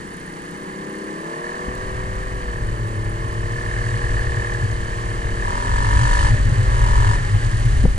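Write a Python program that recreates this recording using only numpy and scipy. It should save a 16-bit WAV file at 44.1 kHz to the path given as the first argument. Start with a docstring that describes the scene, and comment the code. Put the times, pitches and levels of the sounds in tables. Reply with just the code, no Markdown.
"""A snowmobile heard from the rider's seat on snow, close to every working part.
From the start pipe-coloured orders drone, the cowl hums, drive and track hiss and a faint belt chirps.
It speeds up, then cruises near the cowl's resonance, where the panel rattles once an engine cycle.
Two hard pulls of throttle follow: the intake whines as filtered blows and the track noise swells.
Buffeting, boom and rush of wind come and go at the microphone and gain weight; ice ticks and jolts knock."""
import sys
import numpy as np
from scipy import signal
from scipy.fft import rfft, irfft, next_fast_len
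from scipy.io import wavfile
from scipy.ndimage import uniform_filter1d

SR = 44100
rng = np.random.default_rng(int(sys.argv[2]) if len(sys.argv) > 2 else 0)


def log_audio(samples):
    """Write samples as a 16-bit WAV file to the path given in sys.argv[1]."""
    # one column per channel
    frames = np.atleast_2d(samples).T
    # limit to full scale, then quantise
    limited = np.clip(frames, -1, 1)
    pcm = np.round(limited * 32767).astype(np.int16)
    wavfile.write(sys.argv[1], SR, pcm)


N = 351914
T = np.arange(N) / SR
HZ = np.fft.rfftfreq(next_fast_len(N), 1 / SR)

# engine speed: (time [s], rate [engine cycles a second])
SPEED = [(0.0, 32.0), (0.33, 31.78), (0.84, 34.5), (1.13, 35.08), (1.44, 39.16), (1.76, 41.68),
         (2.27, 42.06), (2.38, 41.42), (2.69, 37.86), (3.0, 36.92), (3.3, 38.14), (3.62, 39.32),
         (4.05, 39.62), (4.51, 39.52), (4.73, 38.7), (5.05, 38.82), (5.38, 38.62), (5.6, 42.46),
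         (5.82, 46.66), (6.11, 50.86), (6.29, 52.84), (6.6, 42.2), (6.8, 41.68), (7.07, 45.3),
         (7.16, 46.26), (7.27, 43.76), (7.58, 35.4), (7.71, 34.6), (7.98, 30.6)]
# throttle opening: (time [s], opening [0-1])
THROTTLE = [(0.3, 0), (0.8, 0.39), (1.15, 0.52), (1.5, 0.73), (2.05, 0.57), (2.6, 0.44), (2.95, 0.47),
            (3.3, 0.48), (4.5, 0.65), (4.75, 0.38), (5.38, 0.58), (5.48, 0.84), (5.7, 0.85), (6.05, 0.94),
            (6.28, 0.92), (6.33, 0.6), (6.4, 0), (6.52, 0.37), (6.62, 0.55), (6.7, 0.74), (6.85, 0.87),
            (7, 0.88), (7.15, 0.91), (7.21, 0.18), (7.8, 0)]


def gain_of(db):
    """Decibels to an amplitude factor."""
    return np.exp(np.asarray(db) * (np.log(10) / 20))


def evened(x):
    """Scales to rms 1."""
    return x / np.sqrt(np.mean(abs(x) ** 2) + 1e-20)


def read(points, hz):
    """Reads a spectrum table on a log-frequency axis."""
    f, value = np.transpose(points)
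    return np.interp(np.log(hz + 1), np.log(f + 1), value)


def curve(rows, axis=1):
    """One column of a time table at every sample."""
    rows = np.asarray(rows)
    return np.interp(T, rows[:, 0], rows[:, axis])


def wander(rate_hz):
    """Random drift of rms 1, with rate_hz new values a second."""
    return evened(np.interp(T * rate_hz, np.arange(4000), rng.standard_normal(4000)))


def wide_open(threshold=.7):
    """How far the throttle is into its top range, 0-1."""
    return np.clip((curve(THROTTLE) - threshold) / (1 - threshold), 0, 1)


def effort(base_db, throttle_db, pace_db, octave_db, cruise_hz=40):
    """Gain of a part: base level, plus so much at full throttle, at full pace and per octave of engine speed."""
    # speed over the snow: (time [s], pace [0-1])
    pace = [(0, 0.18), (1.0, 0.13), (2.0, 0.32), (3.1, 0.22), (3.9, 0.66), (5.3, 0.53), (6.2, 1),
            (6.6, 0.82), (7.8, 0.93), (7.98, 0.44)]
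    octaves = np.log2(curve(SPEED) / cruise_hz)
    return gain_of(base_db + throttle_db * curve(THROTTLE) + pace_db * curve(pace) + octave_db * octaves)


def tinted(x, colour):
    """Both channels of x with the given gain at every frequency."""
    size = next_fast_len(N)
    return irfft(rfft(x, size) * colour, size)[:, :N]


def ports(x, other=None, balance=None, phase=None):
    """Sound reaches two microphone ports with a lag and a level difference; diffuse sound is only partly alike."""
    # usual difference between the ports: (frequency [Hz], left minus right [dB])
    port_balance = [(40, 1.3), (110, 1.3), (370, 3.5), (500, 5), (600, 7), (720, 13.5), (820, -1.5),
                    (1080, -4.5), (1300, -1), (2320, -2), (4270, 0.5), (6000, -15.5), (7850, -10),
                    (10000, -6.5), (14000, -10)]
    # usual lag between the ports: (frequency [Hz], left leads [rad])
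    port_phase = [(200, -0.44), (560, 0.06), (620, -0.3), (720, -3), (800, -3), (880, -2.5), (1000, -3),
                  (1200, -3), (1400, -4), (1720, -4.5), (2300, -5), (9300, -5)]
    # how alike diffuse sound is at the ports: (frequency [Hz], likeness [0-1])
    port_likeness = [(60, 1), (130, 1), (300, 0.68), (700, 0.78), (1700, 0.74), (3000, 1), (6000, 0.33),
                     (14000, 0.58)]
    balance = port_balance if balance is None else balance
    phase = port_phase if phase is None else phase
    size = next_fast_len(N)
    left = right = rfft(x, size)
    if other is not None:
        same = np.clip(read(port_likeness, HZ), 0, 1)
        right = same * left + np.sqrt(1 - same ** 2) * rfft(other, size)
    ratio = gain_of(read(balance, HZ))
    lagged = right * np.exp(-1j * read(phase, HZ))
    pair = np.array([left * ratio, lagged]) / np.hypot(1, ratio)
    return evened(irfft(pair, size)[:, :N])


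def noise(colour):
    """Diffuse noise at the two ports, coloured by a gain at every frequency and scaled to rms 1."""
    return ports(*tinted(rng.standard_normal((2, N)), colour))


def ring(x, spectrum, size=4096):
    """Passes x through a body that rings after each blow, as a minimum-phase filter."""
    log_gain = np.log(gain_of(read(spectrum, abs(np.fft.fftfreq(size, 1 / SR)))))
    response = np.fft.ifft(np.exp(np.conj(signal.hilbert(log_gain)))).real
    return signal.oaconvolve(x, response[:size // 2])[:N]


def blows(turns, rough, puff_turns, uneven_db):
    """Once a cycle a sharp blow of uneven strength and a dying puff of noise."""
    kicks = np.diff(np.floor(turns), prepend=np.floor(turns[0]))
    puffs = np.exp(-(turns % 1) / puff_turns) * rng.standard_normal(N)
    strength = gain_of(uneven_db * rng.standard_normal(1000))[turns.astype(int)]
    return strength * (evened(kicks) + rough * evened(puffs))


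def engine_note(turns, speed, waver=0.11):
    """Clean engine orders sweep through the pipe's resonances; their balance shifts with load and throttle."""
    # strength of each order: (multiple of the cycle rate, light load [dB], medium load [dB],
    # heavy load [dB], throttle wide open [dB])
    orders = [(5, -6.5, -14.0, -20.0, -5.5), (6, -1.0, -8.0, -8.5, -3.5), (7, -11.0, -6.5, -9.0, -8.5),
              (8, -2.0, -13.5, -14.0, -11.5), (9, 4.5, 5.0, 1.0, -5.5), (10, -1.0, -2.0, -13.5, -9.0),
              (11, 6.0, -8.5, -5.5, -7.0), (12, -1.5, 5.0, -1.0, -7.5), (13, -7.5, -5.0, -11.5, -8.5),
              (14, 0.5, -9.0, -9.5, -7.0), (15, 0.0, -7.5, -5.0, -14.0), (16, -6.5, -2.0, -2.5, -11.5),
              (17, -12.5, -8.5, -8.0, -12.0), (18, -9.5, 3.0, -3.0, -6.0), (19, -11.5, -5.0, -11.5, -14.5),
              (20, -11.5, -12.5, -6.5, -9.5), (21, -6.0, -6.5, -1.5, -4.5), (22, -8.5, -7.5, -7.5, -10.5),
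              (23, -10.5, -1.5, 0.5, -2.5), (24, -4.5, 0.5, -9.0, -12.0), (25, -5.0, -5.0, -4.5, -7.5),
              (26, -7.5, -5.0, -8.0, -11.0), (27, -12.5, 2.5, -3.0, -6.0), (28, -3.0, -1.0, -1.5, -4.5),
              (29, -2.0, -0.0, 1.5, -1.5), (30, -2.5, -6.0, -0.0, -3.0), (31, -4.0, -6.5, -3.5, -6.5),
              (32, -4.5, -6.0, -6.5, -9.5), (33, -5.0, -6.5, -11.5, -14.5)]
    # resonances of the exhaust pipe: (frequency [Hz], gain [dB])
    pipe = [(160, 5), (205, 6), (260, -4), (315, 2), (350, -1.5), (380, 0), (430, -1), (490, -0.5),
            (540, -6), (590, 2), (680, -6.5), (770, -7.5), (840, -2.5), (900, -1.5), (990, 0.5),
            (1120, 0.5), (1250, -8.5), (1450, -16)]
    # load on the engine: (time [s], load [0-1])
    load_rows = [(1.1, 0), (1.35, 0.56), (2.4, 0.61), (2.7, 0.17), (2.95, 0.19), (3.25, 0.44)]
    load = np.clip(curve(load_rows), 0, 1)
    blend = np.sqrt(wide_open())
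    tone = np.zeros(N)
    for order, light_db, medium_db, heavy_db, open_db in orders:
        loaded_db = np.interp(load, [0, .5, 1], [light_db, medium_db, heavy_db])
        db = (1 - blend) * loaded_db + blend * open_db
        phase = 2 * np.pi * (round(order) * turns + rng.random()) + waver * wander(14)
        tone += gain_of(db + read(pipe, round(order) * speed)) * np.cos(phase)
    gain = effort(base_db=-46.8, throttle_db=13.5, pace_db=-2.0, octave_db=0.0)
    return ports(tone) * np.std(tone) * gain


def cowl(turns, hum_db=5, shake_hz=39.5, shake_width_hz=0.6, shake_db=8.5):
    """A panel hums with the engine orders; near shake_hz it rattles instead, with one sharp blow a cycle."""
    # resonance of the panel: (frequency [Hz], gain [dB])
    panel = [(1200, -42), (1560, -20), (1620, -6), (1670, 5), (1735, 8.5), (1810, 5.5), (1900, -2.5),
             (2000, -19), (2500, -23.5), (3500, -39)]
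    kicks = blows(turns + .93, rough=.05, puff_turns=.2, uneven_db=.3)
    sympathy = 1 / np.sqrt(1 + ((curve(SPEED) - shake_hz) / shake_width_hz) ** 2)
    one_cycle = irfft(np.exp(2j * np.pi * rng.random(80)), 2048)  # orders of random phase
    hum = one_cycle[(turns % 1 * len(one_cycle)).astype(int)]
    rattle = sympathy * gain_of(shake_db) * evened(ring(kicks, panel))
    steady_hum = (1 - sympathy) ** 2 * gain_of(hum_db) * evened(ring(ring(hum, panel), panel))
    buzz = rattle + steady_hum
    gain = effort(base_db=-51.5, throttle_db=12.5, pace_db=7.5, octave_db=9.5)
    return ports(buzz) * np.std(buzz) * gain


def drive(turns, throb_db=0.0, flutter_db=0.89):
    """Clutch, chain and track clatter as noise of fluttering level; a few parts ring in narrow bands."""
    # colour of the clatter: (frequency [Hz], gain [dB])
    clatter_colour = [(150, -11), (300, -10.5), (420, -8), (500, -13.5), (580, -12), (670, -11), (760, -8),
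                      (1000, -3.5), (1150, -2), (1300, -5), (1490, -8.5), (1620, 0), (1850, 0),
                      (2050, -8.5), (2300, -13), (2700, -17), (3600, -33.5)]
    # ringing parts: (frequency [Hz], width [Hz], relative level [dB])
    ring_modes = [(830, 17, -7.5), (2115, 47, -12), (2990, 70, -18.5), (3670, 42, -28), (4464, 60, -20),
                  (7000, 73, -40), (7760, 73, -40)]
    clatter = noise(gain_of(read(clatter_colour, HZ)))
    rings = sum(gain_of(db) * evened(1 / (1 + (2 * (HZ - hz) / width) ** 2)) for hz, width, db in ring_modes)
    ringing = noise(rings) * np.sqrt(np.mean(rings ** 2))
    # throb_db would pulse the clatter with the engine; at 0 it is still
    shake = throb_db * np.cos(2 * np.pi * (turns - .85)) + flutter_db * wander(90)
    gain = effort(base_db=-38.5, throttle_db=2.5, pace_db=7.5, octave_db=2.5)
    return (clatter + gain_of(-4.5) * ringing) * gain_of(shake) * gain


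def track(turns, throb_db=1.0, suck_db=2.0, grain_db=0.97, roar_db=5.0, steepness=4):
    """Grainy hiss of the track churning snow; it swells and pulses as the open throttle sucks air."""
    # colour of the hiss: (frequency [Hz], gain [dB])
    snow_colour = [(1500, 2.5), (2600, 1.5), (3000, 9.5), (3450, 2.5), (4450, 4.5), (5300, -.5),
                   (6900, 3.5), (7300, 0), (7750, 5), (8300, -2), (9000, 3), (9700, -2), (15000, 1)]
    suction = wide_open() * (curve(SPEED) / np.max(curve(SPEED))) ** steepness
    depth_db = throb_db + suck_db * wide_open()
    grain = depth_db * np.cos(2 * np.pi * (turns - .75)) + grain_db * wander(500)
    hiss = noise(gain_of(read(snow_colour, HZ))) * gain_of(grain + roar_db * suction)
    return hiss * effort(base_db=-47.0, throttle_db=2.5, pace_db=11.5, octave_db=-0.5)


def belt(turns, pitch_hz=9600, width_hz=600, sharpness=2.53, uneven_db=3):
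    """The slack belt gives a thin chirp of noise once a cycle, strongest at low engine speed."""
    pulse = np.exp(sharpness * np.cos(2 * np.pi * (turns - .42)))
    gate = evened(pulse * gain_of(uneven_db * wander(60)))
    chirp = noise(np.exp(-((HZ - pitch_hz) / width_hz) ** 2))
    return chirp * gate * effort(base_db=-63.0, throttle_db=3.0, pace_db=4.5, octave_db=-27)


def gusts(spectrum, gain):
    """Turbulence of the given colour, levelled over 5000 samples so that its strength follows gain."""
    air = noise(gain_of(read(spectrum, HZ)) / (1 + (HZ / 900) ** 4))
    return air / np.sqrt(uniform_filter1d((air ** 2).mean(0), size=5000)) * gain


def wind(buffet_lumps_db=1.5, boom_lumps_db=2.0, lumps_hz=16):
    """Lumpy, gusting deep buffeting and a hollow boom from the microphone housing; a softer rush above them."""
    # wind on the microphone before lumps and gusts: (time [s], buffeting [dB], hollow boom [dB])
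    wind_rows = [(0.0, -45, -46), (1.37, -56, -77), (1.91, -27.5, -30), (2.46, -27.5, -38.5),
                 (2.69, -28, -28), (4.06, -25, -27), (4.89, -25.5, -29.5), (5.61, -24, -30.5),
                 (5.89, -9, -29.5), (7.13, -18, -15.5), (7.27, -23.5, -23), (7.79, -14, -21),
                 (7.98, -17, -41)]
    # strongest gusts and lulls: (time [s], length [s], lift of the buffeting [dB], lift of the boom [dB])
    gust_rows = [(1.7, 0.058, 11, 12), (2.66, 0.13, 4.5, 7), (2.954, 0.2, -3, 3.5), (3.397, 0.052, 3, 5.5),
                 (3.892, 0.17, -2, 7), (4.12, 0.2, 4.5, 2.5), (4.375, 0.0376, -9, 7), (4.663, 0.1, -4, 15),
                 (5.287, 0.12, 4, 5.5), (5.87, 0.13, -13, 9.5), (6.024, 0.088, -10.5, 14),
                 (6.15, 0.061, -4, -9), (6.345, 0.13, -7, 11), (6.53, 0.23, -8, 7.5), (6.98, 0.19, 6.5, -1),
                 (7.356, 0.046, 2, 14.5), (7.663, 0.069, -4, 10.5)]
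    # colours of buffeting, boom and rush, each: (frequency [Hz], gain [dB])
    buffet_colour = [(12, -10), (24, -11), (33, -2), (45, 2), (60, -6.5), (80, -11.5), (130, -25),
                     (250, -37.5), (600, -75)]
    hollow_colour = [(50, -56), (80, -25.5), (102, 0), (116, -1), (130, -14.5), (150, -29.5), (220, -36.5),
                     (450, -48)]
    rush_colour = [(60, -53), (120, -12), (165, 4), (220, -6.5), (300, -7.5), (500, -14.5), (1000, -31)]
    buffet_db = curve(wind_rows, axis=1) + buffet_lumps_db * wander(lumps_hz)
    boom_db = curve(wind_rows, axis=2) + boom_lumps_db * wander(lumps_hz)
    for s, length, buffet_lift_db, boom_lift_db in gust_rows:
        swell = np.exp(-(2 * (T - s) / length) ** 2)
        buffet_db = buffet_db + buffet_lift_db * swell
        boom_db = boom_db + boom_lift_db * swell
    rush = gusts(rush_colour, effort(base_db=-35.5, throttle_db=-3.5, pace_db=-1.0, octave_db=9.0))
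    return gusts(buffet_colour, gain_of(buffet_db)) + gusts(hollow_colour, gain_of(boom_db)) + rush


def knocks(tick_s=0.0029, tick_db=-10):
    """Tiny noise ticks of ice grains on the sled and dull jolts of the mount over bumps, as dying sines."""
    # ice grains: (time [s], level before tick_db [dB])
    tick_rows = [(0.5112, -30), (1.7516, -30), (2.8734, -33), (3.3284, -34), (4.1942, -30)]
    # jolts: (time [s], level before the left and right offsets [dB], pitch [Hz], decay [s])
    jolt_rows = [(1.683, -13, 232, 0.0028), (1.690, -33, 75, 0.011), (7.839, -13, 242, 0.015),
                 (7.853, 0.5, 160, 0.004), (7.854, -11.5, 517, 0.005), (7.854, -15, 717, 0.003)]
    out = np.zeros((2, N))
    for s, db, hz, decay in jolt_rows:
        age = np.maximum(T - s, 0)
        sides = gain_of([[db + 2.5], [db - 4.5]])  # left, right
        out += sides * np.sin(2 * np.pi * hz * age) * np.exp(-np.minimum(age / decay, 50))
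    ticks = np.zeros(N)
    for s, db in tick_rows:
        ticks += gain_of(db + tick_db) * (T >= s) * np.exp(-np.minimum(abs(T - s) / tick_s, 50))
    return out + ticks * noise(np.exp(-((HZ - 9000) / 3500) ** 2))


def intake(turns, level_db=-23):
    """Near full throttle the engine gulps air once a cycle; its orders glide through the duct's resonance."""
    # broad resonance of the intake duct: (frequency [Hz], gain [dB])
    duct = [(450, -28), (520, -22), (575, -2), (630, -22), (700, -20), (760, -9), (820, -11), (900, -1),
            (965, 2.5), (1030, -1), (1180, -1), (1250, -7), (1320, -16), (1420, -12), (1550, -14),
            (1750, -32)]
    # the duct at the two ports: (frequency [Hz], left minus right [dB])
    duct_balance = [(570, 11), (720, 9), (820, 0), (930, 2), (970, 10), (1030, 1), (1200, 1), (1270, 8),
                    (1400, 0)]
    # and its lag between them: (frequency [Hz], left leads [rad])
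    duct_phase = [(570, -.4), (720, -3), (880, -2.7), (940, -2.1), (980, -1.7), (1030, -3), (1200, -3.3),
                  (1400, -4)]
    kicks = blows(turns + .6, rough=.07, puff_turns=.3, uneven_db=.5)
    whine = ports(ring(kicks, duct), balance=duct_balance, phase=duct_phase)
    return whine * wide_open() ** 0.79 * gain_of(level_db)


def scene():
    """All engine parts follow one slightly unsteady crankshaft, with the wind beside them."""
    speed = curve(SPEED) * (1 + .0012 * wander(30))
    turns = np.cumsum(speed) / SR  # engine cycles since the start
    engine = engine_note(turns, speed) + intake(turns) + cowl(turns)
    return engine + drive(turns) + track(turns) + belt(turns) + wind()


def record(dry, floor_db=-60, edge_hz=15030):
    """The microphone housing dulls the scene but not the knocks; then hiss, soft overload and a band limit."""
    # microphone treble: (frequency [Hz], gain [dB])
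    mic_treble = [(9600, -0.5), (10100, -5), (10700, -12.5), (11300, -36), (14500, -34)]
    heard = tinted(dry, gain_of(read(mic_treble, HZ))) + knocks()
    heard = heard + gain_of(floor_db) * rng.standard_normal((2, N))  # steady hiss of the microphone
    held = heard / (1 + (heard / .85) ** 8) ** (1 / 8)
    band_limit = signal.firwin(511, edge_hz, window=("kaiser", 9), fs=SR)
    return signal.oaconvolve(held, band_limit[None], "same")


dry = scene()
out = record(dry)
log_audio(out)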